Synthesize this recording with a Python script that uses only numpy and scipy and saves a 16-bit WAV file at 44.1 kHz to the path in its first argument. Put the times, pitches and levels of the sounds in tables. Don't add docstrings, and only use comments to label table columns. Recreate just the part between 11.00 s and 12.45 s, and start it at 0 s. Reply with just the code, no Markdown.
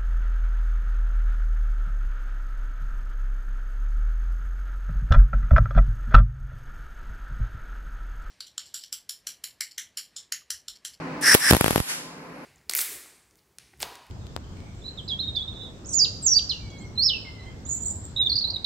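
import sys
import numpy as np
from scipy import signal
from scipy.fft import rfft, irfft, next_fast_len
from scipy.io import wavfile
from scipy.ndimage import minimum_filter1d, map_coordinates

SR = 44100
rng = np.random.default_rng(int(sys.argv[2]) if len(sys.argv) > 2 else 0)


def generate_wav(signal):
    frames = np.transpose(np.atleast_2d(signal))
    scaled = np.clip(frames, -1, 1) * 32767
    pcm = np.round(scaled).astype(np.int16)
    wavfile.write(sys.argv[1], SR, pcm)


N = 63945


# (frequency [Hz], level [dB])
SHOP_COLOUR = [(25, -34), (60, -22), (100, -24.5), (155, -6), (213, -13), (257, -6.5), (335, -11),
               (515, -10.5), (640, -14.5), (1000, -14), (2430, -20.5), (3440, -36), (4400, -31),
               (10300, -50.5), (15000, -83)]
# (frequency [Hz], likeness [-1 to 1])
SHOP_LIKENESS = [(60, 0.97), (250, 0.94), (600, 0.75), (1500, 0.067), (5000, 0.045)]
# (frequency [Hz], level [dB])
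HUM_PARTIALS = [(165, -47), (198, -60.5), (259, -44.5), (296, -48), (511, -52.5), (878, -53), (1019, -50.5)]
SHOP_DB = -35.5

# (time [s], level [dB])
GAS_LEVEL = [(.205, -92), (.212, -28.5), (.226, -26), (.283, -15.5), (.347, -15.5), (.368, -33),
             (.40, -6.5), (.435, -11), (.505, -15), (.53, -19), (.62, -52), (.82, -54), (.9, -89)]
# (frequency [Hz], width [Hz], level [dB])
NOZZLE_MODES = [(1766, 360, -2), (5355, 600, -5.5), (8440, 780, -14), (9580, 530, -15), (11000, 900, -33)]
# (start [s], end [s], level of upper modes [dB])
SPEAKING_SPANS = [(0.224, .353, 1), (0.409, .525, -1.5)]
# (frequency [Hz], level [dB])
JET_COLOUR = [(150, -42), (600, -28), (1200, -13), (2400, 0), (3600, -6), (5000, -15), (7000, -3.5),
              (9000, 2.5), (12000, 2.5), (13500, -11), (15500, -33)]
# (frequency [Hz], likeness [-1 to 1])
GAS_LIKENESS = [(600, 0.22), (1800, 1), (3100, 0.27), (5300, 0.86), (8000, -0.21), (14000, -0.63)]
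JET_DB, WHISTLE_DB = -6.5, -14
WHISTLE_HZ, WHISTLE_WANDER = 1767, 0.0326
SPEAK_EDGE_S, MUTE_DB = 0.0064, -16.5
UPPER_HZ = 3200

# (frequency [Hz], T60 [s])
ROOM_T60 = [(200, 0.25), (1500, 0.52), (5000, 0.88), (10000, 0.54), (15000, 0.24)]
# (frequency [Hz], level [dB])
ROOM_COLOUR = [(100, -27), (450, -26), (900, 3.5), (1500, -3.5), (3000, -0.5), (6000, -1), (9500, 6.5),
               (11800, -0.5), (13200, 9), (15000, -26)]
# (frequency [Hz], likeness [-1 to 1])
ROOM_LIKENESS = [(200, 0.48), (550, 0.84), (1650, -0.28), (5000, -0.6), (15000, -0.65)]
ARC_WET_DB, GAS_WET_DB, ROOM_BUILD_S = -8, -7, 0.034

# (time [s], level [dB])
FRY_LEVEL = [(.343, -70), (.35, -8), (.365, -8.5), (.41, -19), (.5, -31), (.515, -11.5), (.55, -8.5),
             (.59, -20.5), (.66, -13.5), (.79, -15.5), (.82, -29), (.89, -55)]
# (frequency [Hz], level [dB])
FRY_COLOUR = [(30, -26), (130, 3), (400, -2.5), (1800, 1.5), (3500, -5), (5300, -1.5), (7000, -7.5),
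              (10000, -4), (11500, 0), (13000, -12), (15500, -19.5)]
# (frequency [Hz], likeness [-1 to 1])
ARC_LIKENESS = [(250, 0.72), (2000, -0.34), (6000, -0.24), (12000, 0.035)]

# (time [s], level [dB])
TOUCHES = [(0.3434, -3.5), (0.5073, -2), (0.524, 6.5), (0.5322, -14), (0.5564, -7)]
TOUCH_T60_S = 0.0078

# (time [s], push [dB], crack [dB], nominal push length [ms], opening spike over push [ratio], left-right [dB])
POPS = [(0.3488, 9, 9.5, 0.5, 0.81, 10), (0.5104, 6.5, 2.5, 0.66, 1.5, 1), (.5342, 16, 7, 0.46, 1.54, -2.5),
        (0.5491, 11.5, 1.5, 0.58, 1.4, 5.2), (0.5671, 8.5, 4.5, 0.51, 1.53, 3.5),
        (0.6106, 10, 10, 0.85, 2.07, 6), (.6435, 13, 3.5, 0.46, 1.35, 7.5), (.6620, 12, 2, 0.4, 1.33, 6.5),
        (0.6808, 15, 3.5, 0.29, 1.2, 7), (0.7078, 15.5, 5.5, 0.34, 1.02, 6.5),
        (.7596, 21, 5.5, 0.27, 0.99, 5.5), (0.7791, 9.5, 1, 0.45, .9, 8)]
# (time [s], pull [dB], crack [dB], nominal pull length [ms], opening spike over pull [ratio], left-right [dB])
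REVERSED_PULSES = [(.3499, 9, 4, 0.27, 1.3, 3.5), (.5269, 16.5, -2.5, 1.7, 0.52, 1.5),
                   (.5421, 9, -17, 1.5, 0.99, 0), (0.7301, -3, -10.5, 2.1, 1.5, -9),
                   (0.8021, 7, 0.5, 2.1, 0.68, -5.5)]
# (frequency [Hz], level [dB])
CRACK_COLOUR = [(300, -3), (1000, -4), (1600, -6.5), (2600, -2), (3600, -4.5), (4500, -11), (6300, -12.5),
                (7200, -5), (9000, -13), (10500, -11.5), (11400, 5.5), (12400, -13), (15500, -13.5)]
FRONT_MS = 0.15
CRACK_T60_S, CRACK_HOLD_S = 0.0066, 0.00024
TICK_LEAD_S, TICK_DB, TICK_T60_S = 0.0024, -8.5, 0.0018
MIC_LOW_HZ = 80.6

# (frequency [Hz], level [dB], T60 [s])
KNOCK_MODES = [(408, 7, 0.018), (835, -1, .022)]
KNOCK_S = .3488

# (frequency [Hz], level [dB])
SPATTER_COLOUR = [(500, -27), (1300, 2), (3500, -6), (5000, -7), (15000, -31)]
SPATTER_DB, SPATTER_T60_S, SPATTER_GRIT_DB = -19.5, 0.054, 8.5

# (frequency [Hz], level [dB])
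PUFF_COLOUR = [(150, -43), (500, -12), (900, -6), (1500, 6), (2500, 1), (3800, -3), (5500, 1), (9000, -0.5),
               (11200, -1), (12600, -4), (14000, -38)]
PUFF_S, PUFF_DB, PUFF_RISE_DB_PER_S, PUFF_FALL_DB_PER_S = 0.897, -17, 263, 141

THRESHOLD_DB, DEPTH_DB = 2, 17.5
ATTACK_S, HOLD_S, RELEASE_DB_PER_S = 0.0051, .05, 152
MEMORY_S, MEMORY_GAIN = 1.56, 1.89
TOP_HZ = 15750


def amp(db):
    return 10 ** (np.asarray(db) / 20)


def unit(x):
    return x / np.sqrt(np.mean(x ** 2) + 1e-20)


def along(points, hz):
    f, v = np.transpose(points)
    return np.interp(np.log(hz + 1), np.log(f + 1), v)


def curve(rows):
    return np.interp(np.arange(N) / SR, *np.transpose(rows))


def wobble(rate):
    knots = rng.standard_normal(4096)
    return map_coordinates(knots, [np.arange(N) * rate / SR], mode="wrap")


def filtered(x, response):
    m = next_fast_len(N + SR // 2)
    return irfft(rfft(x, m) * response(np.fft.rfftfreq(m, 1 / SR)), m)[..., :N]


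def noise(colour, likeness):
    def mid_side_response(hz):
        turn = np.arccos(np.clip(along(likeness, hz), -1, 1)) / 2
        return amp(along(colour, hz)) * [np.cos(turn), np.sin(turn)]

    mid, side = filtered(rng.standard_normal((2, N)), mid_side_response)
    return unit(np.array([mid + side, mid - side]))


def tone(hz, wander, rate):
    cycles = np.cumsum(hz * (1 + wander * wobble(rate))) / SR
    return np.sqrt(2) * np.sin(2 * np.pi * cycles)


def burst(t, hold, t60):
    return (t >= 0) * amp(-60 * np.maximum(t - hold, 0) / t60)


def hump(u):
    return u * np.exp(1 - u)


def shop():
    hum = sum(amp(db + 2.6 * wobble(15.2)) * tone(hz, wander=0.01175, rate=28) for hz, db in HUM_PARTIALS)
    return hum + amp(SHOP_DB) * noise(SHOP_COLOUR, SHOP_LIKENESS)


def pipe_response(hz):
    power = sum(amp(db) ** 2 / (1 + np.abs(2 * (hz - centre) / width) ** 3.02)
                for centre, width, db in NOZZLE_MODES)
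    return np.sqrt(power)


def gas():
    t = np.arange(N) / SR
    gates = [(np.tanh((t - on) / SPEAK_EDGE_S) - np.tanh((t - off) / SPEAK_EDGE_S)) / 2
             for on, off, _ in SPEAKING_SPANS]
    upper_db = sum(gate * db for gate, (_, _, db) in zip(gates, SPEAKING_SPANS))
    modes = unit(filtered(noise([(1000, 0)], GAS_LIKENESS), pipe_response))
    upper = filtered(modes, lambda hz: hz > UPPER_HZ)
    whistle = amp(WHISTLE_DB + 1.3 * wobble(90)) * tone(WHISTLE_HZ, WHISTLE_WANDER, rate=430)
    speaking = amp(MUTE_DB * (1 - sum(gates)))
    nozzle = speaking * (modes - upper + amp(upper_db) * upper + whistle)
    jet = amp(JET_DB) * noise(JET_COLOUR, GAS_LIKENESS)
    return amp(curve(GAS_LEVEL) + 1.02 * wobble(200.9)) * (nozzle + jet)


def room(x):
    hz, t, z = signal.stft(noise(ROOM_COLOUR, ROOM_LIKENESS), SR, nperseg=256)
    decay = amp(-60 * t / along(ROOM_T60, hz)[:, None])
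    build = 1 - np.exp(-t / ROOM_BUILD_S)
    tail = signal.istft(z * decay * build, SR, nperseg=256)[1]
    return signal.fftconvolve(x[:1], tail / np.linalg.norm(tail[0]), axes=1)[:, :N]


def fry():
    grain = amp(5.7 * np.tanh(wobble(1400)))
    return amp(curve(FRY_LEVEL)) * unit(grain * noise(FRY_COLOUR, ARC_LIKENESS))


def touches():
    t = np.arange(N) / SR
    envelope = sum(amp(db) * burst(t - s, 0, TOUCH_T60_S) for s, db in TOUCHES)
    return envelope * noise(CRACK_COLOUR, ARC_LIKENESS)


def discharges(rows, sign):
    pulses, cracks = np.zeros((2, 2, N))
    for s, pulse_db, crack_db, length_ms, front, pan_db in rows:
        t = np.arange(N) / SR - s
        near = amp(pan_db * np.array([[.5], [-.5]]))
        age_ms = np.maximum(t, 0) * 1000 * near
        pulse = hump(age_ms / length_ms) - front * hump(age_ms / FRONT_MS)
        pulses += sign * amp(pulse_db) * near * pulse
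        tick = amp(TICK_DB) * burst(t + TICK_LEAD_S, 0, TICK_T60_S)
        cracks += amp(crack_db) * (burst(t, CRACK_HOLD_S, CRACK_T60_S) + tick)
    return pulses, cracks * noise(CRACK_COLOUR, ARC_LIKENESS)


def thump(x, damping):
    return filtered(x, lambda f: (1j * f) ** 2 / (MIC_LOW_HZ ** 2 - f * f + 1j * damping * f * MIC_LOW_HZ))


def knock():
    t = np.maximum(np.arange(N) / SR - KNOCK_S, 0)
    return sum(amp(db - 60 * t / t60) * np.sin(2 * np.pi * hz * t) for hz, db, t60 in KNOCK_MODES)


def spatter():
    t = np.arange(N) / SR
    shower = sum(amp(SPATTER_DB + crack_db) * burst(t - s, 0, SPATTER_T60_S)
                 for s, _, crack_db, *_ in POPS + REVERSED_PULSES)
    grit = amp(SPATTER_GRIT_DB * np.clip(wobble(1500), -2, 2))
    return shower * unit(grit * noise(SPATTER_COLOUR, ARC_LIKENESS))


def puff():
    t = np.arange(N) / SR - PUFF_S
    slope_db = np.minimum(PUFF_RISE_DB_PER_S * t, -PUFF_FALL_DB_PER_S * t)
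    return amp(PUFF_DB + slope_db) * noise(PUFF_COLOUR, ROOM_LIKENESS)


def scene():
    pushes, pop_cracks = discharges(POPS, 1)
    pulls, pull_cracks = discharges(REVERSED_PULSES, -0.95)
    flow = gas()
    arc = pop_cracks + pull_cracks + spatter() + touches() + fry()
    tail = room(amp(ARC_WET_DB) * arc + amp(GAS_WET_DB) * flow)
    return shop() + flow + tail + arc + thump(pushes + pulls, damping=1.5) + knock() + puff()


def lag(v, seconds):
    keep = np.exp(-1 / (seconds * SR))
    return signal.lfilter([1 - keep], [1, -keep], v)


def gain_control(x):
    t = np.arange(N) / SR
    peak_db = 20 * np.log10(np.abs(x).max(axis=0) + 1e-9)
    over_db = np.clip(3 * (peak_db - THRESHOLD_DB), 0, DEPTH_DB)
    fast_db = np.maximum.accumulate(over_db + RELEASE_DB_PER_S * t) - RELEASE_DB_PER_S * t
    hold = int(HOLD_S * SR)
    held_db = -minimum_filter1d(-fast_db, hold, origin=(hold - 1) // 2, mode="nearest")
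    return x * amp(-np.maximum(lag(held_db, ATTACK_S), MEMORY_GAIN * lag(held_db, MEMORY_S)))


def record(dry):
    x = gain_control(dry)
    clipped = x / (1 + np.abs(x / .95) ** 6) ** (1 / 6)
    return filtered(clipped, lambda hz: hz < TOP_HZ)


dry = scene()
out = record(dry)
generate_wav(out)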